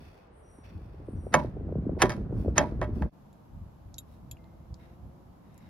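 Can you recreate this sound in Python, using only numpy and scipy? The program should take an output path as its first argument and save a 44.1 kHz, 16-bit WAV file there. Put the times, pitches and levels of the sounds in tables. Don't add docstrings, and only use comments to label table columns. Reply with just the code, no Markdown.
import sys
import numpy as np
from scipy import signal
from scipy.fft import rfft, irfft
from scipy.io import wavfile
from scipy.ndimage import uniform_filter1d

SR = 44100
rng = np.random.default_rng(int(sys.argv[2]) if len(sys.argv) > 2 else 0)


def transcribe(u):
    v = np.clip(np.atleast_2d(u).T, -1, 1)
    q = np.round(v * 32767).astype(np.int16)
    wavfile.write(sys.argv[1], SR, q)


N = 250929
CUT_S = 3.097

# f/Hz, level/dB
CAR_AIR = [(88, -30.5), (150, -21), (275, -17.5), (368, -13), (790, -16), (979, -20), (1060, -20.5),
           (2400, -35), (4500, -46.5), (7040, -55), (16000, -72)]
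# f/Hz, level/dB
YARD_AIR = [(59, -12.5), (100, -11.5), (189, -7), (406, -22), (452, -22), (570, -20), (950, -22),
            (1910, -40), (7290, -50), (9020, -58), (11600, -45), (16000, -59.5)]
# f/Hz, likeness [-1 to 1]
AIR_LIKENESS = [(60, 1), (290, 0.49), (640, 0), (1400, 0.15), (3100, 0), (7000, 0)]
CAR_AIR_DB, YARD_AIR_DB = -58.5, -54.5

# start t/s, length/s, level/dB, level of the inner note relative to the chirp/dB
CHIRPS = [(0.308, 0.39, -68.5, -6), (1.033, 0.4, -68.5, -9.5)]
# f/Hz, level/dB
CHIRP_SPECTRUM = [(6500, -50), (7800, -14.5), (9000, -1), (10200, -10), (11500, -14.5), (13000, -39)]
# centre [share of chirp], length [share of chirp], level/dB
SYLLABLES = [(.22, 0.25, -4), (.6, 0.41, -0.5)]
NOTE_SHAPE = [(.29, 0), (.36, 1), (.48, 1), (.62, 0.91)]
WHISTLE_HZ, WHISTLE_SAG_HZ, WHISTLE_WAVER_HZ = 5860, 189, 70.2
NOTE_UNEVEN_DB = 3.5

# t/s, f/Hz, level/dB
MOTOR = [(4.15, 165.3, -76.5), (4.399, 165.1, -68.5), (4.749, 167.2, -66.5), (5.049, 178.4, -67.5),
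         (5.2, 178.6, -66.5), (5.35, 183, -80.5)]
# multiple [1], relative level/dB
MOTOR_ORDERS = [(1, 3), (2, 3.5), (3, -2), (4, -2.5)]

# t/s, level/dB
BREEZE = [(3.1, -70), (3.9, -52), (4.8, -53), (5.69, -62.5)]
# t of the height/s, length/s, level/dB
GUSTS = [(3.57, 0.096, -42), (3.635, 0.087, -42), (3.875, 0.035, -44), (4.265, 0.066, -43.5),
         (4.325, 0.03, -43.5), (4.725, 0.041, -39), (5.05, 0.077, -41), (5.25, 0.047, -50),
         (5.68, 0.062, -48.5)]

# f/Hz, level/dB
DEEP_SPECTRUM = [(15, -38.5), (25, -17.5), (40, -3), (65, 3), (110, -2.5), (160, -9.5), (300, -26),
                 (700, -73.5)]
# f/Hz, level/dB
GRIP_RUB_SPECTRUM = [(60, -25.5), (140, 0.5), (200, -0.5), (330, -9), (480, -15), (750, -27), (1500, -37),
                     (4000, -82)]
# t/s, level/dB
GRIP = [(0.0, -43), (0.2, -58.5), (0.56, -53), (0.85, -45), (1.3, -39.5), (1.6, -37.5), (1.9, -34.5),
        (2.2, -35), (2.45, -34.5), (2.68, -36.5), (3.06, -32)]
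# t of the height/s, length/s, level/dB
LURCHES = [(0.04, 0.055, -69), (0.757, 0.048, -38), (1.17, 0.051, -34), (1.48, 0.052, -32.5),
           (2.375, 0.11, -28.5), (2.49, 0.051, -28), (2.785, 0.17, -34.5), (2.955, 0.065, -36),
           (3.04, 0.031, -25.5)]
DEEP_DB, RUB_DB = -1, -7
FIRM_DB, RUB_GROWTH = -35, 2
RUB_UNEVEN_DB, RUB_CATCH_S = 3.5, 0.0098
LURCH_RUB_DB = -9.5
JOLT_DEEP_DB, JOLT_RUB_DB, JOLT_RISE_S = -38.5, -29.5, 0.031

# t/s, thud peak level/dB, tap level/dB, starting f/Hz
BUMPS = [(0.584, -43, -75, 464), (1.084, -32, -46, 650), (1.132, -32, -65, 400), (1.266, -39, -35, 770),
         (1.445, -29.5, -35, 620), (1.567, -29.5, -39.5, 615), (1.608, -32.5, -48, 610),
         (1.69, -30, -38.5, 574), (1.723, -28.5, -40.5, 713), (1.754, -30, -39, 776),
         (1.755, -22, -58.5, 240), (1.782, -22.5, -60, 322), (1.852, -36, -52.5, 620),
         (1.865, -22, -53, 464), (1.892, -33, -30, 700), (1.917, -26.5, -47, 395),
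         (1.929, -25.5, -45.5, 409), (1.974, -33, -33, 700), (2.307, -37, -52, 740),
         (2.324, -27.5, -35.5, 560), (2.379, -26.5, -51, 380), (2.446, -28.5, -33.5, 490),
         (2.458, -25.5, -35, 494), (2.48, -23, -32.5, 692), (2.719, -28.5, -38, 418),
         (2.889, -28.5, -54, 520), (3.009, -27, -46, 383)]
# f/Hz, level/dB
TAP_SPECTRUM = [(150, -13.5), (400, 0.5), (650, -1.5), (950, -19.5), (1500, -39), (3000, -75), (6000, -89)]
CREAKS_PER_S, CREAK_DB, CREAK_SPREAD_DB = 44, -3, 3
CREAK_HZ, CREAK_SPREAD_OCT = 418.3, 0.74
CREAK_TAP_DB = -15
THUD_FALL = 0.24
THUD_GLIDE_CYCLES, THUD_CYCLES = 3.3, 13

# start t/s, length/s, level/dB, treble tilt/(dB per octave), rise [share of length]
RUBS = [(0.0, 0.32, -63, -0.5, 0.018), (0.631, 0.14, -61, -2.5, 0.12), (0.7, 0.64, -72.5, 1.5, 0.061),
        (2.324, 0.27, -68.5, 3.5, 0.28), (2.926, 0.2, -66.5, 2.5, 0.15), (4.061, 0.14, -71, 4.5, .4),
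        (4.777, 0.21, -66, -2.5, 0.17), (5.372, 0.61, -64.5, -2.5, 0.77)]
# f/Hz, level/dB
RUB_SPECTRUM = [(700, -20.5), (1700, 0), (2600, -4.5), (3500, -11), (4600, -12.5), (5400, -7.5),
                (7000, -21), (11000, -14.5), (16000, -21.5)]
# f/Hz, width/Hz, added level relative to the hiss/dB
DOOR_RUB = [(2570, 130, 6), (3460, 130, 7.5), (4460, 200, 7)]
# f/Hz, width/Hz, added level relative to the hiss/dB
TOOL_RUB = [(2080, 140, 1), (2770, 42, 3), (3800, 140, 11)]

DRAG_START_S, DRAG_LENGTH_S = 4.37, 0.4
DRAG_HZ, DRAG_WIDTH_HZ, DRAG_DB = 2086, 18, -77.5

# t/s, tick level/dB, tick centre f/Hz, half-width [octaves], ratchet level/dB, wrench level/dB
TICKS = [(3.329, -62, 6000, 1, -71, -81.5), (3.942, -38.5, 5300, 0.35, -74, -77),
         (3.961, -61, 4900, .45, -84, -73), (3.9820, -40.5, 4630, 0.95, -42, -39),
         (3.9868, -51, 5000, 0.92, -44, -59), (4.3124, -44.5, 3500, 0.68, -39.5, -60),
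         (4.369, -51.5, 2600, 0.12, -80, -90), (4.442, -60, 3100, 0.52, -84, -88),
         (4.742, -46, 4940, 0.44, -81, -80.5), (5.543, -59, 7500, 0.58, -81, -85),
         (5.578, -53, 9020, 0.77, -64.5, -85)]
# f/Hz, level/dB, t60/s
RATCHET = [(2580, -14.5, 0.035), (3320, -14, 0.072), (3997, -17.5, 0.06), (4880, -17, 0.04),
           (6860, -15, .025), (7130, 2.5, 0.043), (10350, -16, .03), (11400, -3, 0.052)]
# f/Hz, level/dB, t60/s
WRENCH = [(3806, 1.5, 0.052), (6430, -7, 0.04), (10060, -11.5, 0.078), (13825, -16, 0.085)]
CHATTER_DB, CHATTER_S = 3, 0.0011

# t/s, force level/dB, treble tilt/(dB per octave), relative panel ring level/dB
STRIKES = [(1.3399, -13.5, 2.5, -15), (1.3412, -4, -2.5, -18.5), (1.3477, -20, 3.5, -29),
           (1.3522, -17.5, 2.5, -15.5), (2.019, -3, 1, -19), (2.0220, -6, 3, -31), (2.0253, -5.5, 1.5, -22),
           (2.0394, -23, -7, -14.5), (2.057, -28, -0.5, -14), (2.0949, -22, 2.5, -13.5),
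           (2.1024, -28.5, 2.5, -10.5), (2.119, -29.5, 1.5, -12.5), (2.5597, -39.5, -5, -10),
           (2.579, -9, -0.5, -17), (2.5806, -4.5, 0.5, -19.5), (2.588, -17, -1, -10),
           (2.6074, -24, -4, -15.5), (2.8149, -23, -3, -12), (2.8288, -36, 0, -9.5),
           (2.839, -39.5, -0.5, -6.5), (3.0221, -30.5, -3.5, -15)]
# start t/s, end t/s, level at the end/dB
SCRAPES = [(1.318, 1.347, -30), (1.983, 2.036, -25), (2.551, 2.587, -25.5)]
# f/Hz, level/dB
CRACK = [(100, -22.5), (400, -10.5), (750, 2), (1900, 5.5), (3200, -2.5), (4200, -11), (5300, -10),
         (6400, -3), (7600, -26.5), (10500, -14), (13000, -35), (16000, -41.5)]
# f/Hz, level/dB, t60/s
PANEL = [(162.8, -18.5, 0.37), (335, -10, 0.1), (376, -8.5, 0.12), (520, -6.5, .13), (566, -8.5, .18),
         (603, -1.5, 0.24), (649, -0.5, 0.11), (700, -4.5, 0.062), (762, -1.5, 0.091), (857, -1.5, .12),
         (960, -10, 0.061), (990, -5, .16), (1033, -8.5, 0.14), (1122.3, -3.5, 0.13), (1240, -8.5, 0.066),
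         (1276, -9, .09), (1400, -12.5, .06), (1536, -12.5, .1), (1624, -8.5, .12), (1805, -5.5, 0.095),
         (1930, -4.5, .08), (2003, -9, .085), (2208, -10, .1), (2670, -9, 0.042), (3120, -12.5, 0.064),
         (3270, -15.5, 0.095), (3580, -16, 0.031), (3800, -17.5, .06)]
# f/Hz, level/dB, t60/s
CAVITY = [(90, -19.5, 0.12), (238, -7.5, 0.47), (400, 1, 0.16), (740, 1.5, 0.11), (1390, -0.5, 0.17),
          (2040, -4, 0.13), (3280, -14, 0.04), (5900, -20, 0.058), (7460, -33.5, 0.057),
          (10600, -26.5, 0.077), (13250, -38, 0.12), (16000, -44, .1)]
CAVITY_SPECTRUM = [row[:2] for row in CAVITY]
RATTLE_DB, RATTLE_S = 4.5, 0.003
# t/s, level/dB
STOP_HITS = [(1.3412, -20), (2.5805, -14.5)]
# f/Hz, level/dB, t60/s
STOP = [(5440, -8, 0.01176), (6380, 2, 0.02)]
# t/s, level/dB
LATCH_HITS = [(2.0245, -30), (2.0954, -41.5), (2.1022, -42), (2.1198, -44.5), (2.588, -35)]
# f/Hz, level/dB, t60/s
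LATCH = [(1730, -0.5, .075), (3240, -7, .04), (4430, -11, 0.036), (4900, -9, .07), (5330, -4.5, 0.043),
         (6070, -7.5, .08)]
# t/s, level/dB
SKIN_HITS = [(2.036, -16.5)]
# f/Hz, level/dB, t60/s
SKIN = [(276.6, -7, 0.097), (380, 1, 0.092), (520, -5.5, 0.067)]
# t/s, level/dB, f/Hz
ROD_KNOCKS = [(1.364, -24, 645), (1.377, -26, 968), (1.407, -32.5, 960), (2.039, -26.5, 597),
              (2.052, -33, 990), (2.604, -20.5, 660), (2.619, -25.5, 863), (2.637, -29, 960)]
ROD_RISE_S, ROD_T60_S = 0.0062, 0.1
ROD_SECOND_RATIO, ROD_SECOND_DB = 0.9, -5
# f/Hz, width/Hz, level/dB
SHELL_DIPS = [(1440, 110, -3.5), (2100, 60, -5.5), (2400, 76, -6), (2840, 100, -10), (3380, 80, -8.5)]
# f/Hz, likeness [-1 to 1]
DOOR_LIKENESS = [(100, 0.99), (400, 1), (1400, 0.96), (4000, 0.45), (15000, 0.89)]
# f/Hz, level/dB
DOOR_LEAN = [(100, -3), (380, -0.5), (700, -5.5), (1300, -3), (2400, 0), (15000, 0.5)]
# f/Hz, phase/rad
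LEFT_LEAD = [(100, -1.5), (860, 0.65), (2400, 0.5), (4900, 0.5), (7200, 4.5), (10300, 5.5), (13000, 9),
             (15500, 13)]
BEND_S, BEND_HZ = 0.0011, 1050

TREBLE_EDGE_HZ = 16100


def amp(db):
    return 10 ** (np.asarray(db) / 20)


def unit(x):
    return x / np.sqrt(np.mean(x ** 2) + 1e-20)


def read(points, hz):
    f, value = np.transpose(points)
    return np.interp(np.log(hz + 1), np.log(f + 1), value)


def over_time(points, t):
    return np.interp(t, *np.transpose(points))


def bins(size):
    return np.fft.rfftfreq(size, 1 / SR)


def add(mix, s, sound):
    part = mix[:, max(round(s * SR), 0):][:, :sound.shape[-1]]
    part += sound[..., :part.shape[-1]]


def noise(spectrum, likeness, size):
    hz = bins(size)
    mid, side = rfft(rng.standard_normal((2, size)))
    same = np.clip(read(likeness, hz), -1, 1)
    mid, side = mid * np.sqrt(1 + same), side * np.sqrt(1 - same)
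    return unit(irfft(np.array([mid + side, mid - side]) * amp(read(spectrum, hz)), size))


def wobble(seconds, size):
    width = max(round(seconds * SR), 2)
    once = uniform_filter1d(rng.standard_normal(size), size=width)
    return unit(uniform_filter1d(once, size=width // 2))


def swells(events, t):
    return sum(amp(db) ** 2 * np.exp(-2 * np.pi * ((t - s) / length) ** 2) for s, length, db in events)


def fade(t, t60):
    return np.exp(-np.log(1000) * t / max(t60, 1e-3))


def impulse(db, size=2048):
    log_gain = np.log(amp(np.r_[db, db[-2:0:-1]]))
    return np.fft.ifft(np.exp(np.conj(signal.hilbert(log_gain)))).real[:size]


def tilted(x, tilt_db, pivot_hz, top_hz=9000):
    slope = impulse(tilt_db * np.log2(np.clip(bins(size=2048), 300, top_hz) / pivot_hz))
    return signal.fftconvolve(x, slope[None], axes=1)


def ring(modes, t, likeness, scatter_db):
    hz, db, t60 = np.transpose(modes)
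    phase = rng.uniform(0, 2 * np.pi, len(hz))
    level_db = db + scatter_db * rng.standard_normal(len(hz))
    turn = rng.choice([-1, 1], len(hz))
    apart = turn * np.arccos(np.clip(read(likeness, hz), -1, 1)) / 2
    ears = np.array([[1], [-1]])
    out = 0
    for k in range(len(hz)):
        wave = np.sin(2 * np.pi * hz[k] * t + phase[k] + ears * apart[k])
        out = out + amp(level_db[k]) * fade(t, t60[k]) * wave
    return out


def air():
    t = np.arange(N) / SR
    leave = np.clip((CUT_S - t) / 0.033, 0, 1)
    arrive = np.clip((t - CUT_S) / 0.04, 0, 1) ** 2
    car = amp(CAR_AIR_DB) * noise(CAR_AIR, AIR_LIKENESS, size=N) * leave
    return car + amp(YARD_AIR_DB) * noise(YARD_AIR, AIR_LIKENESS, size=N) * arrive


def chirps():
    out = np.zeros((2, N))
    for s, length, db, note_db in CHIRPS:
        size = round(length * SR)
        share = np.linspace(0, 1, size)
        hiss = noise(CHIRP_SPECTRUM, [(9000, 0.021)], size=SR)[:, :size]
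        hiss = hiss * np.sqrt(swells(SYLLABLES, share))
        note = over_time(NOTE_SHAPE, share) * amp(NOTE_UNEVEN_DB * wobble(0.004, size=SR)[:size])
        pitch = WHISTLE_HZ - WHISTLE_SAG_HZ * share + WHISTLE_WAVER_HZ * wobble(0.0012, size=SR)[:size]
        whistle = np.sin(2 * np.pi * np.cumsum(pitch) / SR)
        add(out, s, amp(db) * (hiss + amp(note_db) * whistle * note))
    return out


def motor():
    t = np.arange(N) / SR
    s, hz, db = np.transpose(MOTOR)
    turns = np.cumsum(np.interp(t, s, hz) * (1 + 0.011 * wobble(0.028, size=N))) / SR
    hum = sum(amp(level_db) * np.sin(2 * np.pi * k * turns) for k, level_db in MOTOR_ORDERS)
    return hum * amp(np.interp(t, s, db, left=-120, right=-120))


def wind():
    t = np.arange(N) / SR
    power = amp(over_time(BREEZE, t)) ** 2 + swells(GUSTS, t)
    return np.sqrt(power) * noise(DEEP_SPECTRUM, [(60, 0.88), (300, 1.0)], size=N) * (t > CUT_S)


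def handling():
    t = np.arange(N) / SR
    grip_db, lurch = over_time(GRIP, t), swells(LURCHES, t)
    since = [np.maximum(t - end + JOLT_RISE_S / 2, 0) / JOLT_RISE_S for start, end, db in SCRAPES]
    jolt = sum(u * np.exp(1 - u) for u in since) ** 2
    deep_power = amp(grip_db + DEEP_DB) ** 2 + lurch + amp(JOLT_DEEP_DB) ** 2 * jolt
    rub_db = FIRM_DB + RUB_DB + RUB_GROWTH * (grip_db - FIRM_DB)
    rub_power = amp(rub_db + RUB_UNEVEN_DB * wobble(RUB_CATCH_S, size=N)) ** 2
    rub_power = rub_power + amp(LURCH_RUB_DB) ** 2 * lurch + amp(JOLT_RUB_DB) ** 2 * jolt
    deep = np.sqrt(deep_power) * noise(DEEP_SPECTRUM, [(60, 0.97), (400, 0.94)], size=N)
    rub = np.sqrt(rub_power) * noise(GRIP_RUB_SPECTRUM, [(100, 0.84), (600, 0.79)], size=N)
    return (deep + rub) * np.clip((CUT_S - t) / 0.041, 0, 1)


def thud(t, pitch_hz):
    cycles = t * pitch_hz
    hz = pitch_hz * (THUD_FALL + (1 - THUD_FALL) * np.exp(-cycles / THUD_GLIDE_CYCLES))
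    envelope = (1 - np.exp(-cycles / 2.0)) ** 2 * fade(cycles, THUD_CYCLES)
    wave = np.sin(2 * np.pi * (np.cumsum(hz) / SR + rng.random())) * envelope
    return wave / abs(wave).max()


def bumps():
    out, t = np.zeros((2, N)), np.arange(SR // 10) / SR
    tap = impulse(read(TAP_SPECTRUM, bins(size=2048)))
    tap = tap / abs(tap).max()
    place, strength, pitch = rng.random((round(CREAKS_PER_S * CUT_S), 3)).T
    times = place * GRIP[-1][0]
    small_db = over_time(GRIP, times) + CREAK_DB + CREAK_SPREAD_DB * (2 * strength - 1)
    small_hz = CREAK_HZ * 2 ** (CREAK_SPREAD_OCT * (2 * pitch - 1))
    small = list(zip(times, small_db, small_db + CREAK_TAP_DB, small_hz))
    for s, db, tap_db, pitch_hz in list(BUMPS) + small:
        add(out, s, amp(db) * thud(t, pitch_hz))
        contact = 0.088 * rng.standard_normal((2, len(t))) * fade(t, 0.064) + 1.6 * (t == 0)
        add(out, s + 0.0019, amp(tap_db) * signal.fftconvolve(contact, tap[None], axes=1))
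    return out


def rubbing():
    out = np.zeros((2, N))
    for s, length, db, tilt_db, rise in RUBS:
        size = round(np.clip(length, 0.02, 1) * SR)
        stroke = np.interp(np.linspace(0, 1, size), [0, np.clip(rise, 0.02, 0.98), 1], [0, 1, 0])
        grain_db = 2.2 * unit(uniform_filter1d(rng.standard_normal(SR), size=200))
        plain = noise(RUB_SPECTRUM, [(1000, 0.17), (8000, 0.03)], size=SR)
        plain = tilted(plain, tilt_db, pivot_hz=3000)[:, :SR]
        coloured = plain
        for hz, width, peak_db in (DOOR_RUB if s < CUT_S else TOOL_RUB):
            peak = signal.iirpeak(hz, hz / width, fs=SR)
            coloured = coloured + amp(peak_db) * signal.lfilter(*peak, plain)
        add(out, s, (unit(coloured) * amp(db + grain_db))[:, :size] * stroke)
    return out


def joint():
    out, u = np.zeros((2, N)), np.linspace(0, 1, round(DRAG_LENGTH_S * SR))
    peak = signal.iirpeak(DRAG_HZ, DRAG_HZ / DRAG_WIDTH_HZ, fs=SR)
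    note = signal.lfilter(*peak, rng.standard_normal(SR))[:len(u)]
    add(out, DRAG_START_S, amp(DRAG_DB) * unit(note) * np.minimum(u / 0.05, 1) * (1 - u))
    return out


def tools():
    out, t = np.zeros((2, N)), np.arange(SR // 6) / SR
    likeness, hz = [(3000, 0.4), (7000, 0.31), (12000, 0.39)], bins(len(t))
    attack = np.minimum(t / 0.00073, 1)
    tick_decay = fade(t, 0.0089) + amp(-22.0) * fade(t, 0.1)
    for s, tick_db, centre_hz, octaves, ratchet_db, wrench_db in TICKS:
        offset = np.log2((hz + 1) / centre_hz) / octaves
        spectrum = np.c_[hz, -10 * np.log10(1 + offset ** 6)]
        add(out, s, amp(tick_db) * noise(spectrum, likeness, size=len(t)) * tick_decay * attack)
        steel = amp(ratchet_db) * ring(RATCHET, t, likeness, scatter_db=2)
        steel = steel + amp(wrench_db) * ring(WRENCH, t, likeness, scatter_db=0.5)
        add(out, s, steel * attack * amp(CHATTER_DB * wobble(CHATTER_S, size=len(t))))
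    return signal.sosfilt(signal.butter(4, 2000, "highpass", fs=SR, output="sos"), out)


def scrapes():
    out = np.zeros((2, N))
    for start, end, db in SCRAPES:
        size = max(round((end - start) * SR), 64)
        scrape = noise(CAVITY_SPECTRUM, DOOR_LIKENESS, size=SR // 4)[:, :size]
        growth = np.linspace(0, 1, scrape.shape[1]) ** 1.4
        add(out, start, scrape * amp(db) * growth)
    return out


def rods():
    out, t = np.zeros((2, N)), np.arange(SR // 2) / SR
    for s, db, pitch_hz in ROD_KNOCKS:
        modes = [(pitch_hz, 0, ROD_T60_S), (pitch_hz * ROD_SECOND_RATIO, ROD_SECOND_DB, ROD_T60_S)]
        knock = ring(modes, t, DOOR_LIKENESS, scatter_db=0.5) * np.minimum(t / ROD_RISE_S, 1)
        add(out, s, amp(db) * knock)
    return out


def door_parts():
    out, t = np.zeros((2, N)), np.arange(SR // 2) / SR
    for hits, modes in (STOP_HITS, STOP), (LATCH_HITS, LATCH), (SKIN_HITS, SKIN):
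        for s, db in hits:
            body = ring(modes, t, DOOR_LIKENESS, scatter_db=3.5)
            add(out, s, amp(db) * body * np.minimum(t / 0.00034, 1))
    return out


def cavity(t, early_db, early_t60):
    spectrum = rfft(noise(CAVITY_SPECTRUM, DOOR_LIKENESS, size=len(t)))
    centres, out = [row[0] for row in CAVITY], 0
    for share, row in zip(np.eye(len(CAVITY)), CAVITY):
        band = irfft(spectrum * read(np.c_[centres, share], bins(len(t))), len(t))
        out = out + band * (fade(t, row[2]) + amp(early_db) * fade(t, early_t60))
    return out


def strikes():
    out, t = np.zeros((2, N)), np.arange(SR // 2) / SR
    crack = impulse(read(CRACK, bins(size=2048)))
    crack = crack / abs(crack).max()
    hollow = amp(-6.0) * cavity(t, early_db=3.0, early_t60=0.027)
    for s, force_db, tilt_db, ring_db in STRIKES:
        echo = amp(-14.5) * noise(CAVITY_SPECTRUM, AIR_LIKENESS, size=len(t)) * fade(t, 0.32)
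        dense = (hollow + echo) * amp(RATTLE_DB * wobble(RATTLE_S, size=len(t)))
        body = ring(PANEL, t, DOOR_LIKENESS, scatter_db=2.0) + dense
        body = body * amp(ring_db) * (1 - np.exp(-t / 0.00011))
        add(body, 0, crack)
        add(out, s, amp(force_db) * tilted(body, tilt_db, pivot_hz=1650))
    return out


def shell(x):
    hz, db = bins(size=2048), 0
    for dip_hz, width, depth_db in SHELL_DIPS:
        db = db + depth_db * np.exp(-((hz - dip_hz) / width) ** 2)
    return signal.oaconvolve(x, impulse(db)[None], axes=1)[:, :N]


def handle():
    out, hz = shell(strikes() + door_parts() + rods() + scrapes()), bins(N)
    bending = np.exp(-2j * np.pi * 2 * BEND_S * np.sqrt(hz * BEND_HZ))
    left = amp(read(DOOR_LEAN, hz) / 2) * np.exp(0.5j * read(LEFT_LEAD, hz))
    return irfft(rfft(out) * bending * np.array([left, 1 / left]), N) * (np.arange(N) / SR < CUT_S)


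def scene():
    background = air() + chirps() + motor() + wind()
    contact = handling() + bumps() + rubbing()
    return background + contact + joint() + tools() + handle()


def record(dry):
    dry = signal.sosfilt(signal.butter(2, 32, "highpass", fs=SR, output="sos"), dry)
    lowpass = signal.firwin(511, TREBLE_EDGE_HZ, window=("kaiser", 9), fs=SR)
    return signal.oaconvolve(dry, lowpass[None], "same")


dry = scene()
out = record(dry)
transcribe(out)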